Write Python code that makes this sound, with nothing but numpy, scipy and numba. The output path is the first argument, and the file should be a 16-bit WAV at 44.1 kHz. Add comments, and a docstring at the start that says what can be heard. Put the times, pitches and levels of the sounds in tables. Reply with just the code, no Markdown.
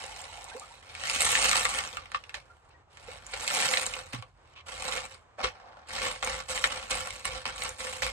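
"""Wet clay pebbles are scooped from a bucket while water drains and drips on the left.
From 0.8 s and again from 3.2 s they pour into a plastic plant pot; each collision ticks in the pebble
and rings the pot wall and the packed bed. At 4.6 s the scoop scrapes the bucket rim; near 5.4 s it bumps
and drains again. Then a hand presses the pebbles down. Throughout, the bench rumbles with each movement
over a faint outdoor hiss; a phone with two microphone ports stands close by in a greenhouse."""
import sys
import numpy as np
from scipy import signal
from scipy.fft import rfft, irfft, next_fast_len
from scipy.io import wavfile
from numba import njit

SR = 44100
rng = np.random.default_rng(int(sys.argv[2]) if len(sys.argv) > 2 else 0)


def generate_wav(signal):
    """Clip the signal to [-1, 1] and save it as 16-bit WAV at the path in sys.argv[1]."""
    frames = np.transpose(np.atleast_2d(signal))
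    scaled = np.clip(frames, -1, 1) * 32767
    pcm = np.round(scaled).astype(np.int16)
    wavfile.write(sys.argv[1], SR, pcm)


N = 358079
T = np.arange(N) / SR
WALL_LIKENESS, BED_LIKENESS, PEBBLE_LIKENESS = .7, .55, .95  # between the two ports, 0-1
# pebble resonances: pitch_hz, width_hz, gain_db
PEBBLE_MODES = [(6210, 1340, 15.8), (7184, 240, 7), (7870, 160, 6.4), (8350, 250, 6), (8895, 230, 6.5),
                (9970, 190, 8.3), (11490, 350, 12.5), (12640, 770, 0.5)]


def undb(db):
    """Decibels to amplitude."""
    return 10 ** (np.asarray(db) / 20)


def unit(x):
    """Scale to RMS 1."""
    return x / np.sqrt(np.mean(x ** 2))


def ring(x, hz, width_hz):
    """Damped resonance; a unit click rings with peak near 1."""
    radius, angle = np.exp(-np.pi * width_hz / SR), 2 * np.pi * hz / SR
    return signal.lfilter([.5, 0, -.5], [1, -2 * radius * np.cos(angle), radius * radius], x)


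@njit
def wandering_ring(x, cos_angle, radius):
    """Damped resonance whose pitch changes every 1024 samples."""
    y = np.zeros_like(x)
    for c in range(x.shape[0]):
        for i in range(2, x.shape[1]):
            feedback = 2 * radius * cos_angle[i >> 10] * y[c, i - 1] - radius * radius * y[c, i - 2]
            y[c, i] = .5 * (x[c, i] - x[c, i - 2]) + feedback + 1e-18
    return y


def strike(time_s, level_db, modes, likeness, spot_db, pitch_hz=None, wander=.005):
    """Clicks into modes; where a blow lands sets how hard each rings and which way it radiates."""
    out, at = 0, np.clip((time_s * SR).astype(int), 0, N - 1)
    for hz, width_hz, gain_db in modes:
        spot, aim, polarity = rng.standard_normal((len(time_s), 3)).T
        size = np.sign(polarity) * undb(level_db + gain_db + spot_db * spot)
        if pitch_hz is not None:
            octaves_off = np.nan_to_num(np.abs(np.log2(hz / pitch_hz)))
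            size = size * undb(-7 * octaves_off)
        pan = np.sign(aim) * np.sqrt((1 - likeness) / (1 + likeness))
        clicks = np.array([np.bincount(at, size * (1 + side * pan), N) for side in (1, -1)])
        # the heap keeps shifting, so no resonance stays put
        cos_angle = np.cos(2 * np.pi * hz / SR * (1 + wander * rng.standard_normal(N // 1024 + 1)))
        mode = wandering_ring(clicks, cos_angle, np.exp(-np.pi * width_hz / SR))
        out = out + ring(mode, hz, hz / 2) * np.pi * hz / SR  # soft contact: gradual build-up
    return out


def add_glide(out, start_s, level_db, hz, t60_s, glide, rise_s, jitter_rad=0.):
    """Add a hollow decaying ring; its pitch moves by 2 * glide * hz over t60_s."""
    at, t = int(start_s * SR), np.arange(int(t60_s * SR)) / SR
    phase = 2 * np.pi * hz * t * (1 + glide * t / t60_s)
    phase += jitter_rad * np.cumsum(rng.standard_normal(len(t)))
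    tone = np.sin(phase) * undb(level_db - 60 * t / t60_s) * (1 - np.exp(-t / rise_s))
    out[at:at + len(t)] += tone[:N - at]


def envelope_db(t, start_s, length_s, level_db, swell_db_per_s, rise_20db_s, release_db_per_s):
    """Attack, steady swell or fade, release."""
    age_s = t - start_s
    held_db = level_db + swell_db_per_s * np.clip(age_s, 0, length_s)
    attack_db = 20 * np.minimum(age_s, 0) / rise_20db_s
    return held_db + attack_db - release_db_per_s * np.maximum(age_s - length_s, 0)


def motion(t):
    """Summed level of all pebble movements and their power-weighted wall, tick and bench shares, in dB."""
    # flow from the tipped scoop, one list per pour: time_s, level_db, wall_db, tick_db, bench_db
    pours = [
        [(0.82, -63.5, 1.5, -19.5, -2), (1.07, -39, -6, -12, -15), (1.25, -33.5, -5, -6.5, -11.5),
         (1.5, -31.5, -4, -10, -17), (1.65, -36, -4, -8, -10.5), (1.79, -40, 0, -10, -11),
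         (1.94, -51.5, 0, -11.5, 1), (2.05, -59, 2, -19.5, -4), (2.7, -82, 8, -7, -10.5)],
        [(3.18, -71, 10, -14, 17), (3.33, -50, -1, -9.5, -12), (3.6, -31.5, -3, -10.5, -22),
         (3.76, -36.5, -2, -7.5, -18.5), (3.93, -47.5, 0.5, -9.5, -3), (4.1, -58, 0.5, -11.5, 1),
         (4.36, -84, 2, -12, 17.5), (4.54, -65.5, -11, -18, -19)],
    ]
    # hand or scoop in the pebbles: start_s, length_s, level_db, swell_db_per_s, wall_db, tick_db, bench_db
    strokes = [(0.0, 1, -48.5, -14.5, -1.5, -12, -8), (2.905, 0.22, -70, 87, 1, -13.5, 2),
               (4.667, 0.3, -50.5, 35.5, -0.5, -11.5, -9), (5.386, 0.019, -53, 163, 10.5, -19, -13),
               (5.53, 0.45, -66, -16, 10, -22.5, -21), (5.876, 0.18, -48.5, 77, -1.5, -13, -7),
               (6.229, 0.15, -39, -29, 0.5, -13, -3.5), (6.488, 0.09, -38, -40, -3.5, -8, -6.5),
               (6.703, 0.2, -39.5, -52, -0.5, -13.5, -10), (6.913, 0.56, -36, -62, -3, -11.5, -5.5),
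               (7.245, 0.12, -39, -47, -1, -14.5, 0.5), (7.458, 0.14, -41, -102, -0.5, -17, -5),
               (7.548, 0.11, -49.5, 70, 0, -8, -5), (7.791, 0.21, -40.5, -40, -2.5, -10, -7),
               (8.025, 0.071, -30.5, -230, -5, -13.5, -2.5)]
    # a few pebbles slip and come to rest: start_s, level_db, tick_db
    slips = [(2.145, -43, -19), (2.346, -41.5, -19), (2.709, -64, -27), (3.336, -37.5, -22),
             (4.132, -38, -15.5), (5.114, -46.5, -12), (5.436, -29.5, -21), (6.644, -32.5, -10.5),
             (6.908, -30, -9), (7.644, -36.5, -19)]
    moves = []
    for time_s, level_db, *shares_db in map(np.transpose, pours):
        flow_db = np.interp(t, time_s, level_db, -120, -120)
        moves.append([flow_db] + [np.interp(t, time_s, share) for share in shares_db])
    for row in strokes:
        moves.append([envelope_db(t, *row[:4], rise_20db_s=.0098, release_db_per_s=144.5), *row[4:]])
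    for start_s, level_db, tick_db in slips:
        slip_db = envelope_db(t, start_s, 0, level_db, 0, rise_20db_s=.011, release_db_per_s=366)
        moves.append([slip_db, -2, tick_db, -7.5])
    powers = [undb(2 * move[0]) for move in moves]
    total = sum(powers)
    shares_db = [sum(power * move[k] for power, move in zip(powers, moves)) / total for k in (1, 2, 3)]
    return 10 * np.log10(total), *shares_db


def air(level_db=-61.5, lull_half_width_s=.035):
    """Faint outdoor hiss that dips briefly three times."""
    # hiss spectrum: freq_hz, relative_db
    spectrum = [(88, -52), (150, -19.5), (396, -8), (1050, -5), (5200, -29.5), (8500, -31.5), (10800, -55),
                (22000, -120)]
    # dips: time_s, depth_db
    lulls = [(2.59, -8), (2.86, -6), (4.33, -10.5)]
    freq_hz, relative_db = np.transpose(spectrum)
    hz = np.fft.rfftfreq(N, 1 / SR) + 1
    shape = undb(np.interp(np.log(hz), np.log(freq_hz), relative_db))
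    noise = rng.standard_normal(N) + rng.standard_normal((2, N))
    dip_db = sum(db * np.exp(-((T - time_s) / lull_half_width_s) ** 2) for time_s, db in lulls)
    return unit(irfft(rfft(noise) * shape, N)) * undb(level_db + dip_db)


def greenhouse(x, t60_s=.089, level_db=-8, cutoff_hz=3570, rise_s=.0015):
    """Short dull tail from panes, trays and ground, different at each port."""
    t = np.arange(int(.5 * SR)) / SR
    tail = rng.standard_normal((2, len(t))) * undb(-60 * t / t60_s) * np.minimum(t / rise_s, 1)
    tail = signal.lfilter(*signal.butter(1, cutoff_hz, fs=SR), tail)
    tail /= np.sqrt(np.sum(tail ** 2, axis=1, keepdims=True))
    return undb(level_db) * signal.fftconvolve(x, tail, axes=1)[:, :N]


def bench(settle_s=.022, low_rest_db=-77, low_follow_db=-9.5, upper_rest_db=-64, upper_follow_db=-10):
    """Hands and pot shake the bench; a resting rumble swells with the weight of each movement."""
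    # bench resonances: pitch_hz, width_hz, gain_db
    modes = [(53.4, 13.6, 5), (78.7, 21, 0), (102, 35, -9), (176, 260, -25)]
    t = T[::100]
    level_db, _, _, bench_db = motion(t)
    pole = np.exp(-(t[1] - t[0]) / settle_s)
    shake = np.interp(T, t, signal.lfilter([1 - pole], [1, -pole], undb(level_db + bench_db)))
    push = rng.standard_normal(N) + .36 * rng.standard_normal((2, N))
    low, *upper = (undb(db) * unit(ring(ring(push, hz, width_hz), hz, 2 * width_hz))
                   for hz, width_hz, db in modes)
    low_gain = undb(low_rest_db) + undb(low_follow_db) * shake
    upper_gain = undb(upper_rest_db) + undb(upper_follow_db) * shake
    return low * low_gain + sum(upper) * upper_gain


def water(bubbles_per_s=400, mid_hz=799, spread_oct=.209, t60_cycles=31, trim_db=9.5, after_s=.25):
    """Bubbles of many sizes ring near the surface as the scoop drains; a few clear drips fall."""
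    # draining: start_s, length_s, level_db, swell_db_per_s
    drains = [(0.0, 0.56, -56.5, 2.5), (2.452, 0.56, -79.5, 6.5), (5.392, 0.17, -55, -75.5),
              (5.593, 0.17, -58, -21)]
    # single drips: start_s, level_db, pitch_hz, t60_s, glide
    drips = [(0.088, -27, 775, 0.025, 0.19), (0.513, -34, 1500, 0.067, 0.18), (0.547, -29, 450, 0.09, 0.3),
             (0.616, -33, 1142, 0.084, 0.21), (0.705, -36, 900, 0.08, 0.125),
             (2.496, -46.5, 1388, 0.12, -0.00054), (2.739, -53.5, 1914, 0.17, -0.072),
             (3.084, -24, 480, 0.03, 0.083)]
    out = np.zeros(N)
    for drain in drains:
        start_s, span_s = drain[0], drain[1] + after_s
        for time_s in start_s + span_s * rng.random(int(bubbles_per_s * span_s)):
            hz = mid_hz * 2 ** rng.normal(0, spread_oct)
            flow_db = envelope_db(time_s, *drain, rise_20db_s=1, release_db_per_s=84)
            level_db = flow_db + trim_db + rng.normal(0, 3)
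            add_glide(out, time_s, level_db, hz, t60_cycles / hz, glide=.2, rise_s=.003)
    for drip in drips:
        add_glide(out, *drip, rise_s=.008, jitter_rad=.03)
    return np.array([out, np.roll(out, 9)])  # reaches the left port first


def bumps():
    """The scoop bumps pot or bucket: dull hollow thuds that sag in pitch."""
    # thuds: start_s, level_db, pitch_hz, t60_s
    thuds = [(4.137, -39.5, 124.5, 0.2), (4.139, -26.5, 288, 0.0168), (4.185, -37, 105, 0.11),
             (5.385, -33.5, 634, 0.21), (5.44, -26, 415, 0.04)]
    out = np.zeros(N)
    for start_s, level_db, pitch_hz, t60_s in thuds:
        add_glide(out, start_s, level_db, pitch_hz, max(t60_s, .02), glide=-.1, rise_s=.002)
    return out


def scrape(start_s=4.555, length_s=.058, drive_db=-47.5, count=60):
    """The scoop drags on the bucket rim: a short run of stick-slip clicks."""
    # scrape resonances: pitch_hz, width_hz, gain_db
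    modes = [(1085, 240, -4.5), (2590, 1900, 12.5)]
    when, weakness = rng.random((count, 2)).T
    return strike(start_s + length_s * when, drive_db - 4.1 * weakness, modes, WALL_LIKENESS, spot_db=1.4)


def ticks(trim_db=-15.5):
    """Two pebbles meet clear of the pot: only their own bright ring sounds."""
    # lone clicks: time_s, level_db
    clicks = [(0.064, -34), (0.2167, -32), (0.4424, -31), (0.597, -31), (1.2261, -16), (1.2526, -11),
              (1.318, -17.5), (3.5474, -19.5), (3.8646, -20), (6.2467, -21.5), (7.636, -22.5), (7.692, -24)]
    time_s, level_db = np.transpose(clicks)
    return strike(time_s, level_db + trim_db, PEBBLE_MODES, PEBBLE_LIKENESS, spot_db=2.5, wander=.046)


def rattle(count=11000, slide_chance=.033, surge_decay=.866, surge_db=10, trim_db=-12, spot_db=5):
    """Dense blows of uneven size; small avalanches start at once and settle gradually."""
    time_s = np.sort(rng.random(count)) * N / SR
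    size, chance, force = rng.random((count, 3)).T
    surge = signal.lfilter([1], [1, -surge_decay], (chance < slide_chance) * force)
    flow_db, wall_db, tick_db, _ = motion(time_s)
    size_db = -2.5 * np.log(size + .0029)
    level_db = flow_db + trim_db + size_db + surge_db * np.tanh(surge)
    return np.broadcast_arrays(time_s, level_db, wall_db, tick_db, spot_db, np.nan)  # no favoured pitch


def knocks(count=10, bounce_s=.00016, fade_db=-2, first_db=4, trim_db=-9, wall_db=-9, spot_db=2.5):
    """A falling pebble hits, then it and its neighbours rebound ever weaker and further apart."""
    # loud hits: time_s, level_db, favoured_pitch_hz, tick_db
    hits = [(0.951, -30, 2180, -14), (1.037, -24, 2100, -24), (1.0978, -16.5, 1980, -12),
            (1.152, -24.5, 2400, -4), (1.2061, -18, 2100, -4), (1.265, -15, 1190, -12),
            (1.3528, -13.5, 2030, -23), (1.3748, -18, 2080, -26), (1.444, -16, 2370, -13),
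            (1.5136, -16.5, 2590, -7), (1.5307, -13, 1210, -14), (1.653, -9.5, 1400, -17),
            (1.7874, -19, 1950, -13), (1.9702, -22.5, 1260, -17), (2.057, -35.5, 1600, -21),
            (2.1177, -29.5, 1290, -17), (2.146, -18, 1170, -38), (2.239, -38.5, 2600, -22),
            (2.294, -32, 1970, -17), (2.343, -23.5, 1820, -21), (2.972, -38, 1200, -14),
            (3.0844, -34, 1330, -35), (3.266, -36.5, 1110, -1.5), (3.3396, -25.5, 1110, -13),
            (3.4777, -18, 3200, -6.5), (3.503, -24, 2440, -15), (3.6248, -20, 1480, -17),
            (3.738, -17.5, 2870, -26), (3.772, -15.5, 2470, -36), (3.938, -25.5, 2800, -17),
            (3.966, -25, 880, -29), (4.132, -26, 816, -17), (4.2243, -28, 900, -26),
            (4.6896, -29.5, 1070, -24), (4.8235, -25.5, 1040, -10), (4.9227, -24.5, 3390, -22),
            (4.978, -25.5, 2350, -34), (6.227, -16, 1070, -17.5), (6.5764, -22, 2100, -15),
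            (6.6408, -9.5, 1860, -28), (7.0728, -24, 1190, -12), (7.106, -29, 2580, -7.5),
            (7.253, -20.5, 1110, -6.5), (7.455, -18.5, 1210, -23), (7.621, -25, 2900, -19)]
    time_s, level_db, pitch_hz, tick_db = np.repeat(np.transpose(hits), count, axis=1)
    bounce = np.tile(np.arange(count), len(hits))
    time_s += (.5 + rng.random(len(bounce))) * bounce_s * bounce ** 2
    level_db += trim_db + fade_db * bounce + first_db * (bounce == 0)
    return np.broadcast_arrays(time_s, level_db, wall_db, tick_db - 6.5, spot_db, pitch_hz)


def collisions(time_s, level_db, wall_db, tick_db, spot_db, pitch_hz, filled_s=3.7, emptying_db_per_s=8):
    """Blows ring the pot wall, the packed bed, the tipped scoop, the filled pot and the pebbles."""
    # resonances: pitch_hz, width_hz, gain_db
    wall_modes = [(176, 150, -12), (339, 166, -12), (533, 83, -5.5), (785, 282, 5.5), (1200, 200, 1),
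                  (1455, 660, 8.5)]
    bed_modes = [(2030, 340, 5), (2470, 170, -1), (2738, 190, -1.5), (2995, 286, 0.5), (3585, 460, 2),
                 (4240, 890, 6.5), (5260, 970, 4)]
    scoop_modes = [(1197, 87, 4)]
    filled_modes = [(513, 26, -12.5), (1119, 158, -2.5)]
    # the tipped scoop rings more as it empties: start_s, end_s, end_share_db
    tips = [(0.998, 2.198, -5.5), (3.3, 4.1, -23.5)]
    wall = strike(time_s, level_db + wall_db, wall_modes, WALL_LIKENESS, spot_db, pitch_hz, wander=.081)
    bed = strike(time_s, level_db, bed_modes, BED_LIKENESS, spot_db, pitch_hz, wander=.07)
    scoop_share = 1e-6
    for start_s, end_s, end_share_db in tips:
        tipped = (time_s > start_s) & (time_s < end_s)
        scoop_share += tipped * undb(end_share_db - emptying_db_per_s * (end_s - time_s))
    scoop_db = level_db + 20 * np.log10(scoop_share)
    scoop = strike(time_s, scoop_db, scoop_modes, WALL_LIKENESS, spot_db, pitch_hz)
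    filled_db = np.where(time_s > filled_s, level_db, -np.inf)
    filled = strike(time_s, filled_db, filled_modes, WALL_LIKENESS, spot_db, pitch_hz)
    pebbles = strike(time_s, level_db + tick_db, PEBBLE_MODES, PEBBLE_LIKENESS, spot_db, wander=.042)
    return wall + bed + scoop + filled + pebbles


def scene():
    """Close sources and their greenhouse tail, over bench rumble and hiss."""
    blows = np.hstack([rattle(), knocks()])
    near = collisions(*blows) + water() + bumps() + scrape() + ticks()
    return near + greenhouse(near) + bench() + air()


def record(dry, shelf_hz=9850, shelf_db=-15, cutoff_hz=15500):
    """The ports differ in phase and level; the top octave is weak and then cut."""
    # left port relative to right: freq_hz, lead_rad, balance_db
    ports = [(0, 0, -1.5), (1700, -1.5, -.7), (4100, -2.3, -3), (5500, -2.9, -4), (6200, -1.6, -6),
             (7900, 0, 0), (10700, 3.2, 0), (12400, 6, 0)]
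    freq_hz, lead_rad, balance_db = np.transpose(ports)
    size = next_fast_len(N + 4096)
    hz, side = np.fft.rfftfreq(size, 1 / SR), np.array([[.5], [-.5]])
    treble_db = shelf_db / (1 + np.exp((shelf_hz - hz) / 150))
    gain = undb(treble_db + side * np.interp(hz, freq_hz, balance_db))
    phase = side * np.interp(hz, freq_hz, lead_rad)
    stereo = irfft(rfft(dry, size) * gain * np.exp(1j * phase), size)[:, :N]
    return signal.sosfilt(signal.ellip(10, .2, 80, cutoff_hz, fs=SR, output="sos"), stereo)


dry = scene()
out = record(dry)
generate_wav(out)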